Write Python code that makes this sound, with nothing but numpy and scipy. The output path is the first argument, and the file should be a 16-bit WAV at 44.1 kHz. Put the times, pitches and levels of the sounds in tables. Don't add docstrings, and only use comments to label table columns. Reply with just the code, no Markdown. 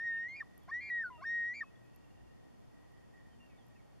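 import sys
import numpy as np
from scipy import signal
from scipy.fft import rfft, irfft, next_fast_len
from scipy.io import wavfile
from scipy.ndimage import map_coordinates

SR = 44100
rng = np.random.default_rng(int(sys.argv[2]) if len(sys.argv) > 2 else 0)


def generate_wav(sig):
    pcm = np.round(np.clip(np.atleast_2d(sig).T, -1, 1) * 32767).astype(np.int16)
    wavfile.write(sys.argv[1], SR, pcm)


def linear_from_db(decibels):
    return 10 ** (np.asarray(decibels, float) / 20)


N = 176400
T = np.arange(N) / SR
EDGE_S = .003
RASP_HZ = 900
PORTS = np.array([[.5], [-.5]])


def unit(x):
    return x / np.sqrt(np.mean(x ** 2) + 1e-20)


def along(points, hz):
    f, v = np.transpose(points)
    return np.interp(np.log(hz + 1), np.log(f + 1), v)


def wobble(rate):
    knots = rng.standard_normal(int(N * rate / SR) + 4)
    return map_coordinates(knots, [T * rate])


def flutter(rate):
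    return wobble(rate) + 1j * wobble(rate)


def filtered(x, response):
    m = next_fast_len(N + 8192)
    return irfft(rfft(x, m) * response(np.fft.rfftfreq(m, 1 / SR)), m)[..., :N]


def scatter(x, t60):
    t = T[:SR // 3]
    tail = rng.standard_normal((2, len(t))) * linear_from_db(-60 * t / t60)
    return signal.fftconvolve(np.atleast_2d(x), tail / np.linalg.norm(tail[0]), axes=1)[:, :N]


def note(rows, edge):
    s, *cols = np.transpose(rows)
    t = T[(T > s[0] - edge) & (T < s[-1] + edge)]
    since_start = t - s[0] + edge if s[0] > .01 else 1
    to_edge = np.minimum(since_start, s[-1] + edge - t)
    gate = np.sin(np.pi / 4 * np.clip(to_edge / edge, 0, 2)) ** 2
    start = round(t[0] * SR)
    return slice(start, start + len(t)), np.sqrt(2) * gate, [np.interp(t, s, c) for c in cols]


def spin(hz):
    return np.exp(2j * np.pi * (np.cumsum(hz) / SR + rng.random()))


def breath():
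    skirt = 1 + linear_from_db(-33) * flutter(600)
    return skirt * linear_from_db(.12 * wobble(55))


def held_notes(skirt):
    # t/s, pitch f/Hz, level/dB, 2nd overtone level/dB, 3rd overtone level/dB
    held = [
        [(0, 1802, -41, -75, -77), (.05, 1886, -39, -78, -80.5), (.075, 1864, -36, -70, -70.5),
         (.15, 1824, -38, -75.5, -95.5), (.205, 1847, -39.5, -75.5, -76), (.258, 1893, -41, -82, -84),
         (.279, 1954, -43, -88, -73)],
        [(.713, 1760, -45, -85.5, -82), (.728, 1847, -38, -80.5, -91.5), (.742, 1890, -37.5, -72, -73),
         (.765, 1928, -38.5, -68, -70.5), (.806, 2010, -44.5, -75, -89)],
        [(.9, 1952, -38.5, -68, -76), (.915, 1922, -36.5, -63.5, -82.5), (.98, 1887, -36, -70.5, -92.5),
         (1.012, 1832, -37, -77.5, -80.5), (1.035, 1765, -41, -82, -78)],
        [(1.251, 1817, -42, -83, -94.5), (1.268, 1831, -39, -69, -66), (1.305, 1873, -36.5, -68.5, -65.5),
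         (1.365, 1885, -35, -71, -77), (1.43, 1868, -36, -75.5, -78.5), (1.49, 1907, -38, -71, -76.5),
         (1.534, 1977, -42.5, -82, -76)],
    ]
    step_up = [
        (0.283, 2064, -47, -72.5, -75),
        (0.325, 2131, -48, -69, -82),
        (0.366, 2214, -49, -71.5, -98),
    ]
    step_down = [
        (1.037, 1570, -39, -76, -90),
        (1.06, 1475, -40, -100, -70.5),
        (1.098, 1394, -54, -98.5, -86),
    ]
    low_note = [
        (1.102, 1035, -50.5, -68, -88),
        (1.13, 988, -54.5, -74, -86),
        (1.18, 930, -62, -76, -90),
    ]
    out = np.zeros(N)
    for rows in [*held, step_up, step_down, low_note]:
        at, gate, (hz, db, second_db, third_db) = note(rows, EDGE_S)
        u = spin(hz)
        voice = linear_from_db(db) * (u + linear_from_db(-56) * u ** 4)
        voice = voice + linear_from_db(second_db) * u ** 2
        voice = voice + linear_from_db(third_db + 1.5 * wobble(25)[at]) * u ** 3
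        out[at] += (gate * skirt[at] * voice).real
    return out


def water(x):
    # f/Hz, level/dB
    voice_pan = [(1900, 0.1), (2400, -1.3)]
    # t/s, left over right level/dB
    head_turn = [
        (.3, 0),
        (.8, 0.6),
        (1.6, 1),
    ]
    lead_s = 2.5e-5

    def path(hz):
        return linear_from_db(PORTS * along(voice_pan, hz)) * np.exp(2j * np.pi * hz * PORTS * lead_s)

    direct = filtered(x, path) * linear_from_db(PORTS * np.interp(T, *np.transpose(head_turn)))
    return direct + linear_from_db(-38) * scatter(x, .12)


def floor():
    # f/Hz, density level/dB per Hz
    mid_noise = [(24, -107), (75, -93), (300, -102), (470, -104), (760, -100), (1500, -110), (4000, -117),
                 (13500, -128)]
    # f/Hz, density level/dB per Hz
    side_noise = [(22, -90.5), (110, -80.5), (340, -88.5), (700, -97), (1600, -112), (3300, -116),
                  (8000, -123), (13500, -131)]
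    # f/Hz, rms level/dB
    mains = [(60, -81.5), (120, -85), (180, -86.5), (240, -85), (300, -85), (480, -91.5)]
    layers = []
    for density in (mid_noise, side_noise):
        hiss = filtered(rng.standard_normal(N), lambda hz: linear_from_db(along(density, hz)))
        layers.append(linear_from_db(.4 * wobble(2.5)) * np.sqrt(SR / 2) * hiss)
    hum = sum(np.sqrt(2) * linear_from_db(db + 4.3 * wobble(7.1)) * spin(hz + 0 * T).real for hz, db in mains)
    mid, side = layers[0] + hum, layers[1]
    return np.array([mid + side, mid - side])


def birds():
    # start t/s, end t/s, first f/Hz, last f/Hz, level/dB
    whistles = [(0.101, .17, 2740, 2830, -76), (0.161, 0.308, 2930, 2880, -78.5),
                (0.167, .19, 2830, 2550, -75), (.27, 0.327, 3620, 2980, -80),
                (0.618, 0.705, 3420, 2820, -84), (0.767, .87, 2980, 3450, -82),
                (1.83, 1.892, 2520, 2564, -83), (3.496, 3.574, 2240, 2240, -82.5),
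                (1.123, 1.212, 2847, 2686, -73), (1.242, 1.302, 2630, 2220, -79),
                (1.616, 1.69, 2570, 2580, -76.5), (1.754, 1.765, 3500, 3260, -77.5),
                (3.31, 3.366, 3210, 2980, -84), (3.4, 3.468, 2784, 2746, -74.5),
                (3.474, 3.535, 2766, 2380, -81), (3.574, 3.63, 3660, 3140, -78.5),
                (3.755, 3.809, 2740, 2070, -81)]
    # start t/s, end t/s, middle f/Hz, notes a second, level/dB
    start, end, middle, rate, trill_db = (1.94, 2.33, 2770, 30, -79)
    trill = []
    for s in np.arange(start, end, 1 / rate):
        last = middle - 1800 * (s - 2.2) ** 2
        trill.append((s, s + 0.3 / rate, last + 50, last, trill_db))
    out = np.zeros((2, N))
    for a, b, first, last, db in whistles + trill:
        at, gate, (hz,) = note([(a, first), (b, last)], 0.005)
        u = spin(hz) * (1 + .55 * flutter(90)[at])
        out[:, at] += (linear_from_db(db) * gate * u * np.exp(1.2j * PORTS)).real
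    return out + linear_from_db(-6) * scatter(out, .3)


def ticks():
    # t/s, peak level/dB
    strikes = [(0.1042, -69), (0.1326, -72.5), (0.192, -71), (0.2264, -68.5), (0.4811, -71), (0.5442, -73),
               (0.5788, -49), (0.598, -65), (0.634, -63), (0.6503, -67), (0.9046, -65.5), (1.4863, -59),
               (1.4993, -71.5), (1.5944, -78), (1.6731, -76), (1.8447, -64), (1.8594, -71), (1.9488, -63),
               (1.9613, -54), (2.4553, -75), (2.7142, -67), (2.7387, -72), (2.817, -73.5), (2.9193, -68),
               (3.1717, -74), (3.265, -73), (3.465, -69), (3.6664, -64), (3.684, -65)]
    # t/s, level/dB, f/Hz, width f/Hz
    knock_s, knock_db, knock_hz, knock_width_hz = (1.9605, -55, 4500, 7000)
    tick_hz, tick_width_hz, t60, trim_db, pan_db = 11800, 2200, 0.0054, -0.5, -2
    bright, dull, t = np.zeros((2, N + 999)), np.zeros(N), T[:400]
    for s, db in strikes:
        decay = linear_from_db(db + trim_db - 60 * t / t60 + pan_db * PORTS)
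        burst = decay * (rng.standard_normal(len(t)) + 0.83 * rng.standard_normal((2, len(t))))
        edge = np.diff(burst, 2)
        bright[:, round(s * SR):][:, :len(t)] += burst * linear_from_db(db + trim_db + 21) / np.linalg.norm(edge)
    dull[round(knock_s * SR):][:len(t)] = linear_from_db(knock_db - 60 * t / t60) * rng.standard_normal(len(t))

    def ring(f, centre, width):
        return (1j * f * width / (centre * centre - f * f + 1j * f * width)) ** 2

    def body(f):
        return ring(f, tick_hz, tick_width_hz) + .08 * ring(f, .7 * tick_hz, tick_hz)

    knock = filtered(dull, lambda f: ring(f, knock_hz, knock_width_hz))
    return 3 * filtered(bright[:, :N], body) + knock


def split_voice(skirt):
    # t/s, lower f/Hz, upper f/Hz, lower level/dB, upper level/dB, pitch jitter f/Hz
    splits = [
        [(.338, 2165, 2385, -75, -68, 10), (.356, 2195, 2380, -75, -61, 15), (.367, 2240, 2440, -57, -50, 20),
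         (.374, 2200, 2430, -66, -50, 5), (.392, 2150, 2380, -63, -50, 10), (.404, 2000, 2300, -53, -52, 40)],
        [(.807, 2120, 2370, -49, -59, 12), (.83, 2148, 2375, -49, -49, 3), (.88, 2142, 2355, -50, -49, 5),
         (.892, 2110, 2365, -49, -49, 20), (.902, 2020, 2370, -50, -53, 30)],
        [(1.536, 2070, 2350, -48, -60, 15), (1.552, 2135, 2345, -51, -50, 20),
         (1.568, 2230, 2345, -53.5, -48.5, 8), (1.59, 2240, 2345, -53.5, -48.5, 8),
         (1.606, 2090, 2290, -53, -51, 30)],
    ]
    split_overtones = [(-16, -20, -15.5, -41, -30, -19, -36), (-15.5, -25, -16.5, -38.5, -31, -27.5, -23.5),
                       (-16, -15, -12, -31, -18, -10.5, -27)]
    below = (-14, -21)
    out = np.zeros(N)
    for rows, over_db in zip(splits, split_overtones):
        at, gate, (low, high, low_db, high_db, jitter) = note(rows, EDGE_S)
        u = spin(low + jitter * wobble(150)[at])
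        v = spin(high + jitter * wobble(150)[at])
        p, q = linear_from_db(low_db), linear_from_db(high_db)
        pair = p * u + q * v
        mixed_below = p * sum(linear_from_db(db) * u * (-u / v) ** (k + 1) for k, db in enumerate(below))
        mixed_above = linear_from_db(-31.5) * np.sqrt(p * q) * v * v / u
        lower, upper = p / (p + q) * u, q / (p + q) * v
        seconds = [lower ** 2, -lower * upper, upper ** 2]
        thirds = [lower ** 3, lower ** 2 * upper, lower * upper ** 2, upper ** 3]
        over = (p + q) * (linear_from_db(over_db) @ np.array(seconds + thirds))
        rough = 0.0098 * jitter * flutter(RASP_HZ)[at]
        voice = pair * (1 + rough / 2) + mixed_below + over * (1 + 2 * rough) + mixed_above
        out[at] += (gate * skirt[at] * voice).real
    return out


def register_flips():
    # start t/s, end t/s, first f/Hz, last f/Hz, level/dB
    flips = [(.403, 0.427, 1888, 1732, -35.5), (0.423, 0.438, 1242, 1070, -46.5),
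             (0.679, 0.692, 700, 790, -54.5), (0.685, 0.716, 1014, 1185, -48.5),
             (0.684, 0.701, 1410, 1800, -60), (1.177, 1.216, 623, 630, -64),
             (1.207, 1.224, 647, 760, -55.5), (1.218, 1.245, 1032, 1159, -47.5),
             (1.238, 1.255, 1555, 1654, -42.5), (1.606, 1.636, 1884, 1733, -34),
             (1.629, 1.649, 1256, 1064, -46.5)]
    # f/Hz, rms level/dB
    flip_overtones = [(1200, -43), (2200, -56.5), (3000, -86), (3600, -69), (4500, -68.5), (5600, -70),
                      (7000, -89.5)]
    out = np.zeros(N)
    rasp = 1 + linear_from_db(-23) * flutter(RASP_HZ)
    for a, b, first, last, db in flips:
        at, gate, (hz,) = note([(a + EDGE_S, first), (b - 2 * EDGE_S, last)], 2 * EDGE_S)
        u = spin(hz)
        done = (hz - first) / (last - first)
        over_db, fade_db = np.minimum(db + 47.0, 0), 0
        if last < first:
            over_db = over_db - 3 + np.minimum(db + 41, 0)
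            fade_db = -7.5 * done
        else:
            over_db = over_db - 8 * (1 - done)
        over = sum(linear_from_db(along(flip_overtones, k * hz)) * u ** k for k in range(2, 7))
        voice = linear_from_db(db) * u * rasp[at] + over * linear_from_db(over_db)
        out[at] += (gate * voice * linear_from_db(fade_db)).real
    return out


def far_shore():
    # t/s, centre f/Hz, level/dB
    echo = [(.45, 1890, -71.5), (0.681, 1900, -78.5), (1.7, 1880, -80), (1.76, 1890, -74),
            (2.08, 1870, -77.5), (2.5, 1870, -78), (2.669, 1890, -83.5), (2.74, 1915, -75.5),
            (3.051, 1880, -74), (3.11, 1875, -87), (3.159, 1875, -68.5), (3.3, 1876, -74.5),
            (3.45, 1878, -75.5), (3.68, 1875, -78.5), (3.76, 1875, -77), (4, 1870, -81)]
    width_hz, opposed = 44, .35
    slow = filtered(rng.standard_normal((4, N)), lambda hz: np.exp(-(hz / width_hz) ** 2 / 2))
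    s, hz, db = np.transpose(echo)
    a, b = ((slow[:2] + 1j * slow[2:]) * spin(np.interp(T, s, hz))).real
    mid, side = unit(a), opposed * unit(b)
    return linear_from_db(np.interp(T, s, db) + 1.4 * wobble(14)) * np.array([mid + side, mid - side])


def scene():
    skirt = breath()
    loon = held_notes(skirt) + split_voice(skirt) + register_flips()
    return water(loon) + floor() + birds() + ticks() + far_shore()


def low_pass(x):
    return signal.sosfilt(signal.butter(12, 15000, fs=SR, output="sos"), x)


def record(dry):
    # f/Hz, width f/Hz, level/dB
    notches = [(3930, 130, -11), (7880, 110, -13)]

    def camera_filter(f):
        dips = sum(db * np.exp(-((f - centre) / width) ** 2) for centre, width, db in notches)
        roll_off = -8.5 * np.clip(f - 13300, 0, None) / 1000
        return linear_from_db(dips + roll_off)

    return low_pass(filtered(dry, camera_filter))


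dry = scene()
out = record(dry)
generate_wav(out)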